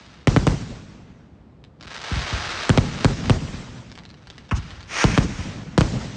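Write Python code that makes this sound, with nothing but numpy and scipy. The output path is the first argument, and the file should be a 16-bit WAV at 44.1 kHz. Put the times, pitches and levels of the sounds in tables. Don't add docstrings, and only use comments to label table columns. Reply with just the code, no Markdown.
import sys
import numpy as np
from scipy import signal
from scipy.io import wavfile
from scipy.ndimage import uniform_filter1d, minimum_filter1d

SR = 44100
rng = np.random.default_rng(int(sys.argv[2]) if len(sys.argv) > 2 else 0)


def master(y):
    cut = np.clip(np.atleast_2d(y).T, -1, 1)
    pcm = np.round(cut * 32767)
    wavfile.write(sys.argv[1], SR, pcm.astype(np.int16))


N = 271656
EDGE_HZ = 9000

# start_s, relative_level_db, treble_tilt_db_per_octave, crack_low_pass_hz,
# ground_echo_delay_ms, relative_roll_level_db
SHELLS = [(0.2724, -5, -0.8, 6000, 7.34, -3), (0.3633, -4.5, 0.66, 2296, 6.75, -3),
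          (0.4687, -5, -0.95, 8000, 6.7, -6), (2.6940, 0.5, -0.33, 9000, 7.65, 3),
          (2.7754, -0.5, 0.82, 3360, 7.54, -2), (3.046, 0, -0.1, 5760, 7.3, 0.5),
          (3.297, 2.5, -1, 9130, 7.66, 1), (5.041, 3.5, -2, 6980, 6.4, 6.5),
          (5.1767, 3, -0.75, 5000, 6.73, 3.5), (5.7782, -2.5, -1.5, 9040, 5.9, 1.5),
          (5.8086, -3, 0.06, 7470, 6.2, -0.5)]
# pitch_hz, relative_level_db
BLAST = [(20, -32.5), (45, 5.5), (75, 5.5), (130, 1), (250, -2.5), (370, -11.5), (500, -11.5), (700, -17.5),
         (1400, -21.5), (2000, -28.5), (3200, -31), (5500, -34.5), (7500, -36.5), (9000, -33.5)]
# pitch_hz, relative_level_db
TAIL = [(25, -43), (38, -10.5), (54, 15), (90, -0.5), (140, 5.5), (250, -1.5), (350, -12.5), (500, -12.5),
        (700, -17.5), (1500, -23), (3000, -23), (6000, -23.5), (7500, -28.5), (9000, -39)]
# typical_delay_s, level_db
SLAPS = [(.063, -17), (.145, -28), (.232, -26.5)]


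def shells(bang_db=8, ground_db=-3, ground_hz=4500, near_db=16, tail_db=14, slap_hz=400):
    out = np.zeros(N)
    for start_s, level_db, tilt_db, top_hz, echo_ms, roll_db in SHELLS:
        blast = -gain_of(bang_db + level_db) * dulled(pulse(BLAST, tilt_db), top_hz)
        front = ragged(blast, scatter_db=2.5, decay_s=0.0017, above_hz=1370)
        bounce = ragged(blast, scatter_db=5, decay_s=0.0014, above_hz=1640)
        add(out, start_s, front)
        add(out, start_s + echo_ms / 1000, gain_of(ground_db) * dulled(bounce, ground_hz))
        for delay_s, slap_db in SLAPS:
            slap = dulled(grounded(blast, echo_ms, ground_db), slap_hz)
            slap_s = start_s + delay_s * rng.uniform(0.94, 1.03)
            add(out, slap_s, gain_of(slap_db) * slap)
        add(out, start_s, gain_of(near_db + level_db) * near_scatter())
        roll = rolling(TAIL, rise_s=0.0031, lumpy_db=4.5)
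        add(out, start_s, gain_of(tail_db + roll_db) * roll)
    return out


def ragged(x, scatter_db, decay_s, above_hz):
    high_pass = signal.butter(2, above_hz, "highpass", fs=SR, output="sos")
    scattered = signal.sosfilt(high_pass, through(x, air(decay_s, size=1024)))
    return x + gain_of(scatter_db) * scattered


def grounded(x, delay_ms, echo_db):
    out = x.copy()
    add(out, delay_ms / 1000, gain_of(echo_db) * x)
    return out


# pitch_hz, relative_level_db
NEAR = [(30, -39.5), (80, 11), (250, 5.5), (500, -4.5), (900, -8.5), (1600, -13.5), (3000, -22.5),
        (6000, -22), (9000, -33)]


def near_scatter(length_s=0.077, size=8192):
    t = np.arange(size) / SR
    cluster = through(rng.standard_normal(size), pulse(NEAR))
    cluster = cluster * np.exp(-(t / length_s) ** 4)
    return cluster / np.linalg.norm(cluster)


# pitch_hz, time_to_fall_60_db_s
ROLL = [(50, 1.52), (150, 1.6), (500, 1.6), (1500, 2.02), (4000, 1.44), (9000, 1.25)]


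def rolling(spectrum, rise_s, lumpy_db, size=131072):
    hz, t, z = signal.stft(rng.standard_normal(size), SR, nperseg=1024, noverlap=768)
    lumps = evened(uniform_filter1d(rng.standard_normal(len(t)), 5))
    patches = uniform_filter1d(rng.standard_normal(z.shape), 12, 0)
    patches = evened(uniform_filter1d(patches, 6, 1))
    field_db = read(spectrum, hz)[:, None] - 60 * t / read(ROLL, hz)[:, None]
    field_db = field_db + lumpy_db * (lumps / (1 + hz[:, None] / 900) + .5 * patches)
    tail = signal.istft(z * gain_of(field_db), SR, nperseg=1024, noverlap=768)[1][:size]
    tail = tail * (1 - np.exp(-np.arange(size) / SR / rise_s))
    return tail / np.linalg.norm(tail)


# start_s, relative_thump_level_db, thump_tilt_db_per_octave, relative_crack_level_db
LAUNCHES = [(1.85, -28, 14, -41), (2.112, -2.5, 3, -38), (2.159, -1.5, -2.5, -45), (2.321, -1.5, -2, -37),
            (4.511, -9.5, 0, -5), (4.518, 2.5, 2.5, -12.5), (4.576, -14, 1, -42)]
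# pitch_hz, relative_level_db
THUMP = [(20, -27.5), (40, 2), (60, 10.5), (110, 1), (200, -7), (400, -21.5), (1200, -66.5), (5000, -102.5)]
# pitch_hz, relative_level_db
SPIT = [(100, -23), (400, -8), (750, -1.5), (1100, 7.5), (1900, -5.5), (2900, -6), (3800, -28),
        (6000, -20.5), (9000, -35.5)]


def mortars(thump_db=-13, near_db=6, near_hz=160, roll_db=1, crack_db=-18, crack_s=0.011, size=4096):
    out, t = np.zeros(N), np.arange(size) / SR
    spit_shape = np.exp(-(t / crack_s) ** 2) + 0.24 * np.exp(-t / 0.07)
    for start_s, level_db, tilt_db, spit_db in LAUNCHES:
        add(out, start_s, -gain_of(thump_db + level_db) * pulse(THUMP, tilt_db))
        add(out, start_s, gain_of(near_db + level_db) * dulled(near_scatter(), near_hz))
        roll = rolling(THUMP, rise_s=0.029, lumpy_db=2.5)
        add(out, start_s, gain_of(roll_db + level_db) * roll)
        gas = evened(through(rng.standard_normal(size), pulse(SPIT)))
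        add(out, start_s, gain_of(crack_db + spit_db) * gas * spit_shape)
    return out


# start_s, life_s, relative_level_db, added_pops_per_s
CLOUDS = [(-0.78, 1.52, -42.5, 13000), (1.7784, 2.436, -30, 2200), (4, 1.8, -55.5, 1200),
          (4.5, 0.61, -45.5, 7000)]
# pitch_hz, relative_level_db
POP = [(60, -32.5), (250, -2.5), (600, 2), (950, 2), (1400, 5.5), (2400, 1), (4200, -1), (6000, -6.5),
       (7500, -16.5), (9000, -21)]
CLOUD_RISE, CLOUD_FADE = 1.377, 3.7
FEWEST_PER_S = 200
THINNING = 1.8


def crackle(wet_db=-10, clump_db=45):
    power, per_s = 0, FEWEST_PER_S
    for start_s, life_s, level_db, top_per_s in CLOUDS:
        busy = swell(start_s, life_s, CLOUD_RISE, CLOUD_FADE)
        power = power + (gain_of(level_db) * busy) ** 2
        per_s = per_s + top_per_s * busy ** THINNING
    clumps = evened(uniform_filter1d(rng.standard_normal(N), size=700))
    wander_db = clump_db * clumps / np.sqrt(np.maximum(per_s, 600))
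    level = np.sqrt(power) * gain_of(wander_db)
    dry = level * evened(through(pops(per_s, spread_db=0.5), pulse(POP)))
    return dry + gain_of(wet_db) * through(dry, air(decay_s=0.034))


def pops(per_s, spread_db):
    size_db = spread_db * np.minimum(rng.exponential(1, N), 3.5)
    size = gain_of(size_db) * rng.choice([-1, 1], N)
    happens = rng.random(N) < per_s / SR
    return evened(size * happens / np.sqrt(np.maximum(per_s, 1)))


def swell(start_s, life_s, rise, fade):
    gone = np.clip((np.arange(N) / SR - start_s) / life_s, 0, 1)
    busy = gone ** rise * (1 - gone) ** fade
    height = rise / (rise + fade)
    return busy / (height ** rise * (1 - height) ** fade)


# start_s, relative_level_db, ground_echo_delay_ms
SNAPS = [(1.6404, -35, 8.1), (1.8099, -26, 6.7), (1.8270, -26, 6.6), (1.884, -46, 8.5), (1.915, -28, 6.7),
         (3.899, -35.5, 7.9), (3.917, -28, 7.5), (3.9543, -29, 5.3), (3.9768, -28, 7.8), (3.989, -31, 7),
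         (4.036, -35, 7), (4.053, -29, 7.9), (4.0918, -35, 7.4), (4.103, -32, 8.9), (4.142, -36.5, 5.3),
         (4.272, -29.5, 5.1), (4.3014, -25, 5), (4.381, -25.5, 4.6), (4.492, -32, 5.7), (4.7065, -25, 6.2),
         (4.807, -30, 5.8), (4.829, -31, 4.9)]
# pitch_hz, relative_level_db
SNAP = [(80, 9), (400, 0.5), (1000, 0), (1800, 1.5), (3000, -0.5), (4500, -1), (6500, -11.5), (9000, -26)]


def snaps(snap_db=3, wet_db=-9):
    dry = np.zeros(N)
    for start_s, level_db, echo_ms in SNAPS:
        snap = ragged(pulse(SNAP), scatter_db=-1, decay_s=.0013, above_hz=500)
        snap = gain_of(snap_db + level_db) * snap
        add(dry, start_s, grounded(snap, echo_ms, echo_db=-5))
    return dry + gain_of(wet_db) * through(dry, air(decay_s=0.02))


# start_s, life_s, relative_level_at_height_db
RUSHES = [(4.841, 0.73, -21), (5.21, 0.57, -36)]
# pitch_hz, relative_level_db
FIZZ = [(100, -33), (300, -1.5), (600, 0), (1300, 5.5), (2400, 7.5), (3600, -3), (4800, -4), (5600, 0.5),
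        (6700, -3), (7700, -18.5), (8700, -11)]
# middle_s, relative_level_db, half_length_s
SPURTS = [(4.57, -38.5, 0.03), (5.233, -28, 0.025)]
# pitch_hz, relative_level_db
SPURT = [(200, -42), (1000, -11), (2200, 3), (4000, 2), (6500, 3.5), (8500, -10)]
RUSH_RISE, RUSH_FADE = 3.06, 7.1


def fizz():
    level = 0
    for start_s, life_s, level_db in RUSHES:
        level = level + gain_of(level_db) * swell(start_s, life_s, RUSH_RISE, RUSH_FADE)
    out = level * evened(through(pops(9000, spread_db=3.5), pulse(FIZZ)))
    for middle_s, level_db, half_s in SPURTS:
        puff = np.hanning(round(2 * half_s * SR))
        hiss = evened(through(rng.standard_normal(len(puff)), pulse(SPURT)))
        add(out, middle_s - half_s, gain_of(level_db) * puff * hiss)
    return out


# pitch_hz, relative_level_db
FAR = [(20, -27), (35, -19.5), (55, -1), (160, -2.5), (260, -7), (400, -13.5), (900, -23), (2000, -34),
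       (4000, -41), (9000, -56.5)]
RUMBLE_DB = -48.5


def rumble():
    return gain_of(RUMBLE_DB) * evened(through(rng.standard_normal(N), pulse(FAR)))


def gain_of(db):
    return 10 ** (np.asarray(db) / 20)


def evened(x):
    return x / np.sqrt(np.mean(x ** 2) + 1e-20)


def read(points, hz):
    f, value = np.transpose(points)
    return np.interp(np.log(hz + 1), np.log(f + 1), value)


def add(mix, start_s, sound):
    part = mix[max(round(start_s * SR), 0):][:len(sound)]
    part += sound[:len(part)]


def pulse(spectrum, tilt_db=0, size=4096):
    hz = abs(np.fft.fftfreq(size, 1 / SR))

    def shape(db):
        log_spectrum = np.conj(signal.hilbert(np.log(gain_of(db))))
        return np.fft.ifft(np.exp(log_spectrum)).real

    level_db = read(spectrum, hz) - 40 * np.log2(np.maximum(hz / EDGE_HZ, 1))
    tilted = shape(level_db + tilt_db * np.log2(1 + hz / 300))
    return tilted / abs(shape(level_db)).max()


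def through(x, response):
    return signal.oaconvolve(x, response)[:len(x)]


def dulled(x, hz):
    return signal.sosfilt(signal.butter(2, min(hz, SR / 3), fs=SR, output="sos"), x)


def air(decay_s, size=16384):
    spray = rng.standard_normal(size) * np.exp(-np.arange(size) / SR / decay_s)
    return spray / np.linalg.norm(spray)


def scene():
    return (shells() + mortars() + crackle() + snaps() + fizz() + rumble())[None]


CEILING_DB, RECOVERY_DB_PER_S, LOOK_AHEAD_S = -4, 33, 0.0027


def limited(x):
    over_db = np.maximum(20 * np.log10(abs(x) + 1e-9) - CEILING_DB, 0)
    fall = np.arange(N) / SR * RECOVERY_DB_PER_S
    gain_db = fall - np.maximum.accumulate(over_db + fall)
    span = round(2 * LOOK_AHEAD_S * SR)
    early_db = minimum_filter1d(gain_db, span)
    return x * gain_of(uniform_filter1d(early_db, span // 2))


def record(dry, low_cut_hz=30, lag_hz=140, order=8):
    low_cut = signal.butter(2, low_cut_hz, "highpass", fs=SR, output="sos")
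    dry = signal.sosfilt(low_cut, dry)
    pole = np.exp(-2 * np.pi * lag_hz / SR)
    for _ in range(order):
        dry = signal.lfilter([-pole, 1], [1, -pole], dry)
    band = signal.firwin(201, EDGE_HZ, window=("kaiser", 8), fs=SR)
    return signal.oaconvolve(limited(dry[0]), band, "same")[None]


dry = scene()
out = record(dry)
master(out)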